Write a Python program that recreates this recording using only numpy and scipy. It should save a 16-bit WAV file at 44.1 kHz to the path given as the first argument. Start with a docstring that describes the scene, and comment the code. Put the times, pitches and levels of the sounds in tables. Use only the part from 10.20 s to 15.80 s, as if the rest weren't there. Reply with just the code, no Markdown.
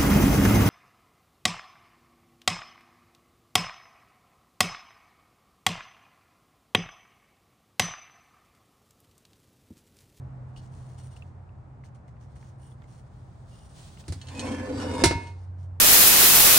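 """A thumb rubs over the bottom of a cast iron pot: stereo grains of slip, coloured by skin and iron.
Fingers tap it (short noise bursts), the hand grips the rim and tips the pot: its edge grinds over a
metal-topped bench (grains driving resonances), contacts squeak (wavering tones), then the iron clanks,
rattles and rings (noise crashes and damped modes). Cloth swishes (shaped noise); the room has a low
machine hum (two wavering tones) under a rush of air (dull noise)."""
import sys
import numpy as np
from scipy import signal
from scipy.fft import rfft, irfft, next_fast_len
from scipy.io import wavfile

SR = 44100
rng = np.random.default_rng(int(sys.argv[2]) if len(sys.argv) > 2 else 0)


def persist_wave(psi):
    """Save psi, clipped to +-1, as 16-bit WAV."""
    counts = np.round(np.clip(psi, -1, 1) * 32767).astype(np.int16)
    wavfile.write(sys.argv[1], SR, np.atleast_2d(counts).T)


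N = 246959
TIME = np.arange(N) / SR
GRIP_S = 5.09  # the palm closes on the wall

# pot wall modes, the first two beating about 8 times a second: pitch_hz, level_db, t60_s
POT_MODES = [(932, 1.5, .51), (940.2, -5.8, .78), (668, -12, .4), (1005, -12, .14), (1130, -18, .45),
             (1468, -13, .42), (1613, -8, .15), (1726, -11, .52), (2033, -8, .16), (2159, -2.5, .54),
             (2507, -14, .66), (2690, -11, .45), (2948, -11.5, .38), (3290, -14, .25), (3440, -13, .25),
             (3538, -9, .2), (3670, -14, .36), (3761, -10, .22), (3844, -9, .22), (3941, -9, .28),
             (4094, -5, .18), (4293, -8, .24), (4650, -11, .22), (4862, -9, .24), (4972, -6, .25),
             (5336, -3, .19), (5570, -10, .24), (5766, -4, .18), (5882, -2, .18), (6140, -17, .38),
             (6498, -13, .2), (7090, -13, .24), (7550, -14, .22), (8058, -6, .15), (8376, -11, .14),
             (8909, -12, .13), (9740, -19, .33), (9951, -2, .15), (10230, -9, .12)]
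# bench modes under the pot's weight: pitch_hz, level_db, t60_s
BENCH_MODES = [(55.54, -12.5, 0.23), (88, 5, 0.11), (115, -7, .12), (160.4, -6.5, 0.16),
               (254.6, -17.5, 0.068), (270, -10.5, 0.21), (301.6, -17, 0.014), (350, -31.5, 0.092),
               (508, -20, 0.14), (590, -20, 0.12)]
# stereo image of the contacts: freq_hz, left_right_likeness (-1 to 1)
LIKENESS_CURVE = [(80, 0.99), (330, 0.97), (700, 0.6), (1300, 0.4), (4000, 0.39), (7600, 0.34),
                  (8750, 0.86), (10200, -0.95), (15000, 0.46)]
# stereo image of sound that fills the room, clipped to -1..1: freq_hz, left_right_likeness
DIFFUSE_CURVE = [(60, 0.98), (150, 0.88), (380, 0.54), (950, 0.008), (2400, .1), (6000, 0.32), (8750, 0.94),
                 (10200, -1.2), (15000, -0.5)]


def rubbing():
    """Skin slips over the grain of the iron: unsteady hiss, resonances under firm strokes, fine sheen."""
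    # thumb strokes: start_s, length_s, relative_level_db, resonance_db and sheen_db re level
    strokes = [(0.357, 0.026, -62, -0.5, -8.5), (0.403, 0.062, -68.5, -19, -11), (0.48, 0.27, -69, -14, -7),
               (0.769, 0.041, -62.5, -3, -10), (0.819, 0.052, -67, -6, -1.5), (0.902, 0.035, -66.5, -5, -9),
               (0.957, 0.015, -63, -5, -7), (1.054, 0.03, -75, -11, -19), (1.638, 0.026, -66, -11, -13),
               (1.745, 0.011, -70.5, -9, -9), (1.875, 0.011, -72, -17, -20), (1.997, 0.041, -69, -10, -14),
               (2.15, 0.022, -66, -14, -9), (2.164, 0.13, -69.5, -7.5, -10), (2.37, 0.15, -70.5, -9, -1),
               (2.627, .02, -73, -17, -20), (2.655, 0.14, -67.5, -8, -7.5),
               (3.268, 0.35, -70.5, -3.5, -2.5), (4.998, 0.1, -68, 3.5, -16), (5.16, 0.089, -76, -3, -12),
               (5.37, 0.076, -72.5, -6, -24)]
    # spectrum of skin on iron: freq_hz, density_db_per_hz
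    skin = [(800, 9), (1800, 4), (3000, 1), (4200, 2), (6000, 3), (7500, 3.5), (9000, -4), (10000, -37),
            (10900, -11), (13000, -14), (15500, -8)]
    # fine hiss of a light, fast slide: freq_hz, density_db_per_hz
    sheen_spectrum = [(6500, -41), (8000, -4), (8600, 10.5), (9800, 10), (10400, -8), (11000, -23),
                      (15500, -8)]
    # resonances that colour the rubbing: pitch_hz, width_hz, level_db
    rub_peaks = [(2860, 160, 0), (3790, 140, -3), (4300, 120, -5), (5000, 110, 0), (5760, 130, -3),
                 (6500, 150, -5.5), (7460, 140, -4), (8560, 200, -1), (9330, 200, -6)]
    power = np.zeros((3, N))
    for start_s, length_s, db, ring_db, sheen_db in strokes:
        gains = from_db([[db], [db + ring_db], [db + sheen_db]])
        power += (gains * stroke(start_s, length_s)) ** 2
    hiss, ringing, sheen = np.sqrt(power)
    slips = grains(per_s=6000, spread_db=2.5)
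    unsteady = from_db(3.0 + 0.66 * drift(45))
    rub = hiss * colour(slips, skin)
    rub = rub + sheen * colour(slips[::-1], sheen_spectrum)
    rub = rub + ringing * resonate(slips[0], rub_peaks, wander_db=4.5)
    return unsteady * rub


def stroke(start_s, length_s):
    """Pressure of one stroke: a quick rise, a hold, an exponential release."""
    rise_share, rise_max_s, release_t60_s = 0.37, 0.061, 0.13
    rise = np.clip((TIME - start_s) / min(rise_share * length_s, rise_max_s), 0, 1)
    release = np.clip((TIME - start_s - length_s) / release_t60_s, 0, 2)
    return rise * from_db(-60 * release)


def touches():
    """A finger lands on the iron: a narrow damped tick over a short broad tap."""
    # light touches, levels at onset: time_s, tick_db, pitch_hz, tap_db
    landings = [(0.363, -56, 2920, -56), (0.785, -64, 2900, -60), (0.966, -49, 2800, -70),
                (1.0228, -47.5, 2710, -66), (1.292, -66, 2650, -75), (1.512, -68, 1500, -72),
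                (1.6377, -58, 2060, -55), (1.754, -71, 2160, -64), (1.8814, -59, 2080, -59),
                (1.9674, -70, 2400, -62), (2.161, -62, 1680, -53), (2.227, -56, 1960, -54.5),
                (2.5174, -64, 3360, -68), (2.62, -64, 2200, -52), (2.64, -58, 2010, -56),
                (3.7735, -55, 2830, -53), (3.84, -59, 2830, -58)]
    tick_t60_s, tap_t60_s, tick_width_hz = .028, .03, 150
    out, t = np.zeros((2, N)), TIME[:SR // 4]
    for time_s, tick_db, hz, tap_db in landings:
        width = min(tick_width_hz, hz / 5)
        tick_spectrum = [(hz / 2, -45), (hz - 2 * width, -22), (hz - width, -7), (hz, 0),
                         (hz + width, -7), (hz + 2 * width, -22), (hz * 2, -45)]
        tap_spectrum = [(hz / 4, -6), (hz / 2, 0), (hz, -2.5), (hz * 4, -32)]
        tick = noise(tick_spectrum, size=len(t)) * fade(t, tick_t60_s)
        tap = noise(tap_spectrum, size=len(t)) * fade(t, tap_t60_s)
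        add(out, time_s, from_db(tick_db) * tick + from_db(tap_db) * tap)
    return out


def rolling():
    """The rough rim rides over the bench: bumps shake the top, grit hisses, the wall sings along."""
    # rim on the bench, relative levels: time_s, rumble_db, grit_db, wall_singing_db
    roll = [(3.99, -70.5, -69, -84), (4.19, -38, -50.5, -65), (4.32, -31.5, -48, -58),
            (4.37, -32, -51.5, -56), (4.52, -31, -55, -56), (4.61, -31, -46.5, -53.5),
            (4.68, -28.5, -50.5, -49), (4.75, -32, -46.5, -44), (4.82, -27.5, -42.5, -45.5)]
    # resonances of the rolling contact: pitch_hz, width_hz, level_db
    rumble_peaks = [(241, 38, 0.5), (268, 23, 4.5), (315.5, 41, 0), (340, 45, -7), (408, 44, -6.5),
                    (512, 20, 3), (578, 38, -13), (693, 90, -19.5)]
    # spectrum of the grit: freq_hz, density_db_per_hz
    grit_spectrum = [(400, -6.5), (750, 4.5), (1050, 8), (1300, -12.5), (1700, 0), (2050, -10.5),
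                     (3000, -9.5), (4000, -13.5), (5000, -13), (6500, -16), (8200, -15.5), (10000, -19),
                     (10900, -48), (11700, -29), (15500, -44.5)]
    rumble_db, bench_shake_db, side_db = -0.86, -9.5, 1
    rumble, grit, singing = levels(roll)

    bumps = grains(per_s=1200, spread_db=1.5)[0]
    contact = from_db(rumble_db) * resonate(bumps, rumble_peaks, wander_db=1.0)
    shake = from_db(bench_shake_db) * rms_one(highpass(body(bumps, BENCH_MODES), 47))
    low = rumble * (contact + shake)

    slips = rms_one(grains(per_s=3600, spread_db=2.1) * from_db(1.3 * drift(70)))
    scrape = from_db(3.5) * colour(slips, grit_spectrum)
    scrape = scrape + from_db(1.5) * passing_modes(slips[0])
    scrape = grit * (scrape + from_db(1.0) * crowd(slips[1]))

    drive = lowpass(lowpass(slips[1], 2000), 2000)
    wall = body(drive * singing, POT_MODES) / np.std(body(drive, POT_MODES))
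    balance = from_db([[-.9], [.9]])
    return scale_side(low + (scrape + gripped(wall)) * balance, side_db)


def passing_modes(slips):
    """As the contact travels round the rim, one mode of the wall after another swells and fades."""
    # wall resonances under the grit: pitch_hz, width_hz, level_db, strongest_s
    wall = [(1097, 50, -2, 4.26), (1557, 83, -2.5, 4.36), (2235, 50, -3.5, 4.35), (2411, 40, -6.5, 4.41),
            (2583, 40, -15, 4.2), (2720, 41, -6, 4.36), (4242, 35, -9.5, 6), (4380, 35, -20, 3.6),
            (4700, 30, -11, 4.6), (5340, 30, -17, 4.2), (5469, 30, -12, 4.29), (6000, 30, -13, 4.4),
            (6072, 30, -8, 3.8), (6780, 60, -7, 3.2), (7127, 30, -11, 4.17), (8268, 30, -11, 4.23),
            (9000, 35, -14, 4.34), (1495, 35, -1, 4.65), (1726, 41, -2.5, 4.73), (2530, 40, -10.5, 4.76),
            (2930, 45, -6, 4.7), (3682, 27, -8, 4.79), (4700, 40, -12.5, 4.58), (4888, 30, -13, 4.76),
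            (4974, 25, -14, 4.79), (5470, 30, -8, 4.67), (5878, 30, -15.5, 4.6), (6244, 30, -14, 4.57),
            (7130, 35, -14, 4.74), (7450, 30, -17.5, 4.54), (8010, 25, -14.5, 4.62), (8100, 25, -12, 4.79),
            (8699, 48, -10.5, 4.77), (9500, 30, -14.5, 4.75)]
    pass_s = 0.12  # half width of the swell, at 1/e
    out = 0
    for hz, width_hz, db, peak_s in wall:
        swell = np.exp(-((TIME - peak_s) / pass_s) ** 2)
        out = out + from_db(db) * swell * rms_one(body(slips, [(hz, 0, width_to_t60(width_hz))]))
    return out


def crowd(slips, count=64, low_hz=1200, high_hz=9800, tilt_db_per_octave=-5.5):
    """The many weaker modes of the wall, each wandering in strength under the grit."""
    pitches = np.linspace(low_hz, high_hz, count) + rng.uniform(-60, 60, count)
    t60_s, wander_db = .08, 3.5
    out = 0
    for hz in pitches:
        mode = (hz, tilt_db_per_octave * np.log2(hz / low_hz), t60_s)
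        out = out + from_db(wander_db * drift(12)) * body(slips, [mode])
    return rms_one(out)


def squeaks():
    """Stick and slip keep one mode going for a moment, unsteady in pitch and rough in level."""
    # bail or wall singing briefly: middle_s, half_length_s (at 1/e), pitch_hz, level_db
    catches = [(4.205, 0.055, 2492, -48), (4.328, 0.07, 3194, -53), (4.41, 0.11, 1724, -49.5),
               (4.785, 0.07, 942, -39), (4.8, 0.11, 2176, -50)]
    waver_hz, roughness, level_points_per_s = 13, .45, 170
    out = 0
    for middle_s, half_s, hz, db in catches:
        rough = 1 + roughness * drift(level_points_per_s)
        swell = np.exp(-((TIME - middle_s) / half_s) ** 2)
        out = out + from_db(db) * rough * swell * tone(hz, waver_hz, turns_per_s=30)
    return out


def blows():
    """Each knock crashes and sets pot, bail and bench ringing; the bail also clinks by itself."""
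    # iron on bench, relative levels: time_s, crash_db, brightness_hz, pot_db, bench_thump_db, bench_top_db
    knocks = [(3.881, -40, 12900, -73, -31.5, -57), (3.884, -50, 450, -71, -45, -44),
              (3.894, -69, 870, -81, -20, -43), (3.923, -38, 15400, -80, -62, -52),
              (3.958, -67, 1240, -78, -30.5, -56), (4.8379, -13.5, 10400, -23, -28.5, -25.5),
              (4.8408, -15.5, 6940, -57.5, -26, -14.5), (4.856, -20.5, 14100, -43.5, -14.5, -28.5),
              (4.87, -31, 4000, -53, -45.5, -36.5), (4.9096, -17, 1100, -76.5, -24.5, -20.5),
              (4.949, -42.5, 1510, -58, -21, -38)]
    # wire bail against the pot, relative levels: time_s, click_db, ring_db, brightness_hz
    clinks = [(4.0146, -44, -37, 3000), (4.0704, -50, -43, 4030), (4.085, -40, -37, 3000),
              (4.1497, -45.5, -47, 5000), (4.1765, -45.5, -56, 5920), (4.194, -35.5, -30.5, 9130),
              (4.2697, -44, -39, 4030), (4.319, -42.5, -45, 4000), (4.6, -43.5, -45, 9040),
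              (4.739, -45.5, -46, 9100), (5.07, -52, -47, 4030)]
    # wire bail modes: pitch_hz, level_db, t60_s
    bail_modes = [(1776, -20.5, 0.23), (2670, -18.5, 0.27), (2990, -8, 0.089), (3180, -8, 0.065),
                  (3870, -7, 0.063), (4280, -5, 0.11), (5570, -14.5, 0.12), (6140, -9, 0.13),
                  (6751, -8, .08), (8100, -12, .1), (8460, -8, 0.079)]
    # bench top modes: pitch_hz, level_db, t60_s
    top_modes = [(244.5, -15.5, 0.36), (279.7, -2.5, 0.15), (342, -10.5, 0.088), (382.4, -14, 0.2)]
    bail_shake_db = -27.5  # re crash_db
    out, push = np.zeros((2, N)), np.zeros(N)
    response = crash(low_t60=0.077, high_t60=0.12, split_hz=1100, tail_db=-18.5, tail_t60=0.64,
                     crack_db=-5, crack_t60=0.01)
    for time_s, crash_db, bright_hz, _, bench_db, _ in knocks:
        add(out, time_s, from_db(crash_db) * lowpass(response, bright_hz))
        # the heavy bench follows only the slow part of a contact
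        push += lowpass(clicks([time_s], [bench_db]) + 1e-18, bright_hz / 10)
    times_s, crash_db, _, pot_db, _, top_db = np.transpose(knocks)
    shake = clicks(times_s, crash_db + bail_shake_db)
    for time_s, click_db, ring_db, bright_hz in clinks:
        add(out, time_s, from_db(click_db) * lowpass(highpass(response, 1400), bright_hz))
        shake += lowpass(clicks([time_s], [ring_db]) + 1e-18, bright_hz)
    iron = gripped(body(clicks(times_s, pot_db), POT_MODES) + body(shake, bail_modes))
    bench = highpass(body(push, BENCH_MODES) + body(clicks(times_s, top_db), top_modes), 66)
    return (out + iron) * from_db([[-1.0], [.8]]) + bench


def crash(low_t60, high_t60, split_hz, tail_db, tail_t60, crack_db, crack_t60):
    """The crowd of close modes after a blow: a crack, bass and treble fading apart, a faint room tail."""
    # spectrum of the crash: freq_hz, density_db_per_hz
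    crash_spectrum = [(100, -22.5), (190, -6), (255, 10.5), (450, 5.5), (700, 0), (1300, -3.5), (2000, -2),
                      (3000, -8.5), (4200, -.5), (5800, -3), (7200, -5), (9000, -3), (10100, -1.5),
                      (10900, -26), (15500, -17)]
    t = TIME[:SR * 3 // 4]
    dense = noise(crash_spectrum, size=len(t)) * (1 + from_db(crack_db) * fade(t, crack_t60))
    low = lowpass(dense, split_hz)
    tail = lowpass(noise(crash_spectrum, size=len(t)), 3000) * fade(t, tail_t60)
    return low * fade(t, low_t60) + (dense - low) * fade(t, high_t60) + from_db(tail_db) * tail


def gripped(iron, db_per_s=90):
    """The hand damps the ringing iron."""
    return iron * from_db(-db_per_s * np.maximum(TIME - GRIP_S, 0))


def sleeve():
    """Cloth makes a smooth, broad swish as the hand reaches for the rim, and a faint rustle."""
    # rustle while the hand moves: time_s, level_db
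    rustle = [(.3, -77), (1.0, -69), (1.5, -122), (2.1, -74), (2.4, -81), (3.05, -70.5), (3.9, -72)]
    # swishes of the reach: start_s, length_s, level_db
    swishes = [(3.235, 0.3, -66.5), (3.533, 0.15, -51.5), (3.648, 0.1, -58), (3.7, 0.11, -59),
               (3.81, 0.37, -59)]
    # spectrum of cloth: freq_hz, density_db_per_hz
    cloth = [(900, 3.5), (2000, -1), (2700, -1.5), (3400, 3), (4400, 1.5), (6500, -1), (8000, -2.5),
             (9100, -0.5), (10300, -3), (11000, -13.5), (13000, -17), (15500, -2)]
    power = levels(rustle)[0] ** 2
    for start_s, length_s, db in swishes:
        power = power + (from_db(db) * stroke(start_s, length_s)) ** 2
    return np.sqrt(power) * from_db(2.0 * drift(31)) * noise(cloth, DIFFUSE_CURVE)


def room():
    """Two wavering machine tones over a dull rush of air."""
    # hum, swelling and fading with position in the room: time_s, lower_db, upper_db
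    hum_levels = [(0, -55.5, -39), (1.15, -45.5, -49), (1.45, -57, -55.5), (2.25, -73, -50),
                  (3.75, -65, -56.5), (4.15, -40.5, -48.5), (4.95, -39.5, -59), (5.3, -37, -77),
                  (5.6, -37.5, -57)]
    # rush of air: time_s, level_db re air_base_db
    rush = [(0, 4), (1.4, 0.5), (3.6, 0.5), (5.6, 0)]
    # spectrum of air: freq_hz, density_db_per_hz
    air = [(22, -42), (40, -12.5), (74, -2.5), (95, -4.5), (132, -2.5), (170, -12.5), (290, -21),
           (430, -26), (800, -23), (1200, -30), (2000, -40), (3200, -53), (9500, -60.5), (15000, -74.5)]
    air_base_db = -47.5
    lower, upper = levels(hum_levels)
    hum = lower * tone(91.1, waver_hz=0.18) + upper * tone(127.3, waver_hz=1.07)
    rushing = from_db(air_base_db) * levels(rush)[0] * noise(air, DIFFUSE_CURVE)
    return hum * from_db([[-.8], [.6]]) + rushing


def ring(force, hz, t60, turn=0):
    """A unit click rings a sine of height 1, whose phase differs by turn between the channels."""
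    pole = from_db(-60 / (t60 * SR)) * np.exp(2j * np.pi * hz / SR)
    wave = signal.lfilter([1], [1, -pole], force + 1e-18)
    return np.imag(wave * np.exp(.5j * turn * np.array([[1], [-1]])))


def body(force, modes):
    """All modes of an object; each reaches the two channels with its own phase difference."""
    out = 0
    for k, (hz, db, t60) in enumerate(modes):
        turn = np.arccos(np.clip(at_hz(LIKENESS_CURVE, hz), -1, 1)) * rng.choice([-1, 1])
        out = out + (-1) ** (k // 2) * from_db(db) * ring(force, hz, t60, turn)
    return out


def resonate(force, peaks, wander_db):
    """Steady drive through resonances; each swells and fades as the moving contact crosses its nodes."""
    out = 0
    for hz, width_hz, db in peaks:
        mode = (hz, db + 20 * np.log10(width_hz), width_to_t60(width_hz))
        out = out + rng.choice([-1, 1]) * body(force * from_db(wander_db * drift(13)), [mode])
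    return rms_one(highpass(out, .85 * peaks[0][0]))


def width_to_t60(width_hz):
    """Decay time in seconds of a resonance of this width."""
    return np.log(1000) / np.pi / width_hz


def tone(hz, waver_hz, turns_per_s=4):
    """A tone that wavers a little in pitch and level; rms about 1."""
    phase = 2 * np.pi * np.cumsum(hz + waver_hz * drift(turns_per_s)) / SR
    return from_db(0.38 * drift(3.2)) * np.sqrt(2) * np.sin(phase)


def grains(per_s, spread_db):
    """Tiny slips of uneven size, at the same moments in both channels."""
    sizes = from_db(spread_db * np.minimum(rng.exponential(1, N), 4))
    sizes = sizes * (rng.random(N) < per_s / SR)
    return rms_one(sizes * rng.standard_normal((2, N)))


def clicks(times_s, db):
    """One impulse for each contact."""
    return np.bincount(np.round(np.asarray(times_s) * SR).astype(int), from_db(db), N)


def colour(pair, spectrum, likeness=LIKENESS_CURVE):
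    """Two unrelated signals become one stereo sound with this spectrum; rms 1."""
    size = next_fast_len(pair.shape[1])
    hz = np.arange(size // 2 + 1) * SR / size
    mid, side = rfft(pair, size) * from_db(at_hz(spectrum, hz))
    alike = np.clip(at_hz(likeness, hz), -1, 1)
    both = np.sqrt(1 + alike) * mid + np.sqrt(1 - alike) * side * [[1], [-1]]
    return rms_one(irfft(both, size)[:, :pair.shape[1]])


def noise(spectrum, likeness=LIKENESS_CURVE, size=N):
    """Smooth stereo noise."""
    return colour(rng.standard_normal((2, size)), spectrum, likeness)


def drift(rate):
    """Slow chance of unit rms, with rate random points per second."""
    knots = rng.standard_normal(int(N / SR * rate) + 2)
    return rms_one(np.interp(TIME * rate, np.arange(len(knots)), knots))


def levels(rows):
    """Gain curves of a table of dB columns, fading quickly to silence outside it."""
    s, *columns = np.transpose(rows)
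    inside = np.interp(TIME, [s[0] - .04, s[0], s[-1], s[-1] + .04], [0, 1, 1, 0])
    return [from_db(np.interp(TIME, s, c)) * inside for c in columns]


def at_hz(points, hz):
    """Read a table on a log-frequency axis."""
    f, value = np.transpose(points)
    return np.interp(np.log(hz + 1), np.log(f), value)


def fade(t, t60):
    """Exponential decay by 60 dB in t60 seconds."""
    return 1000 ** (-t / t60)


def from_db(db):
    """Decibels to gain."""
    return 10 ** (np.asarray(db) / 20)


def rms_one(x):
    """Scale to unit rms."""
    return x / np.sqrt(np.mean(x ** 2) + 1e-20)


def lowpass(x, hz):
    """Gentle treble loss."""
    return signal.sosfilt(signal.butter(1, min(hz, .45 * SR), fs=SR, output="sos"), x)


def highpass(x, hz):
    """Steep bass cut."""
    return signal.sosfilt(signal.butter(4, hz, "high", fs=SR, output="sos"), x)


def scale_side(x, side_db):
    """Scale the difference between the channels; positive side_db widens the image."""
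    mid = x.mean(axis=0)
    return mid + from_db(side_db) * (x - mid)


def add(out, time_s, sound):
    """Mix a sound in at a time."""
    at = round(time_s * SR)
    out[:, at:at + sound.shape[1]] += sound[:, :N - at]


def scene():
    """Hand, pot and room together."""
    return rubbing() + touches() + rolling() + squeaks() + blows() + sleeve() + room()


def record(dry):
    """Treble above a dip near 10.4 to 11 kHz is weaker; a steep lowpass cuts the very top."""
    cutoff_hz = 15800
    main = signal.sosfilt(signal.ellip(8, .3, 60, 10400, fs=SR, output="sos"), dry)
    top = signal.sosfilt(signal.butter(6, 11000, "high", fs=SR, output="sos"), dry)
    steep = signal.ellip(10, .2, 80, cutoff_hz, fs=SR, output="sos")
    return signal.sosfilt(steep, main + from_db(-4) * top)


dry = scene()
out = record(dry)
persist_wave(out)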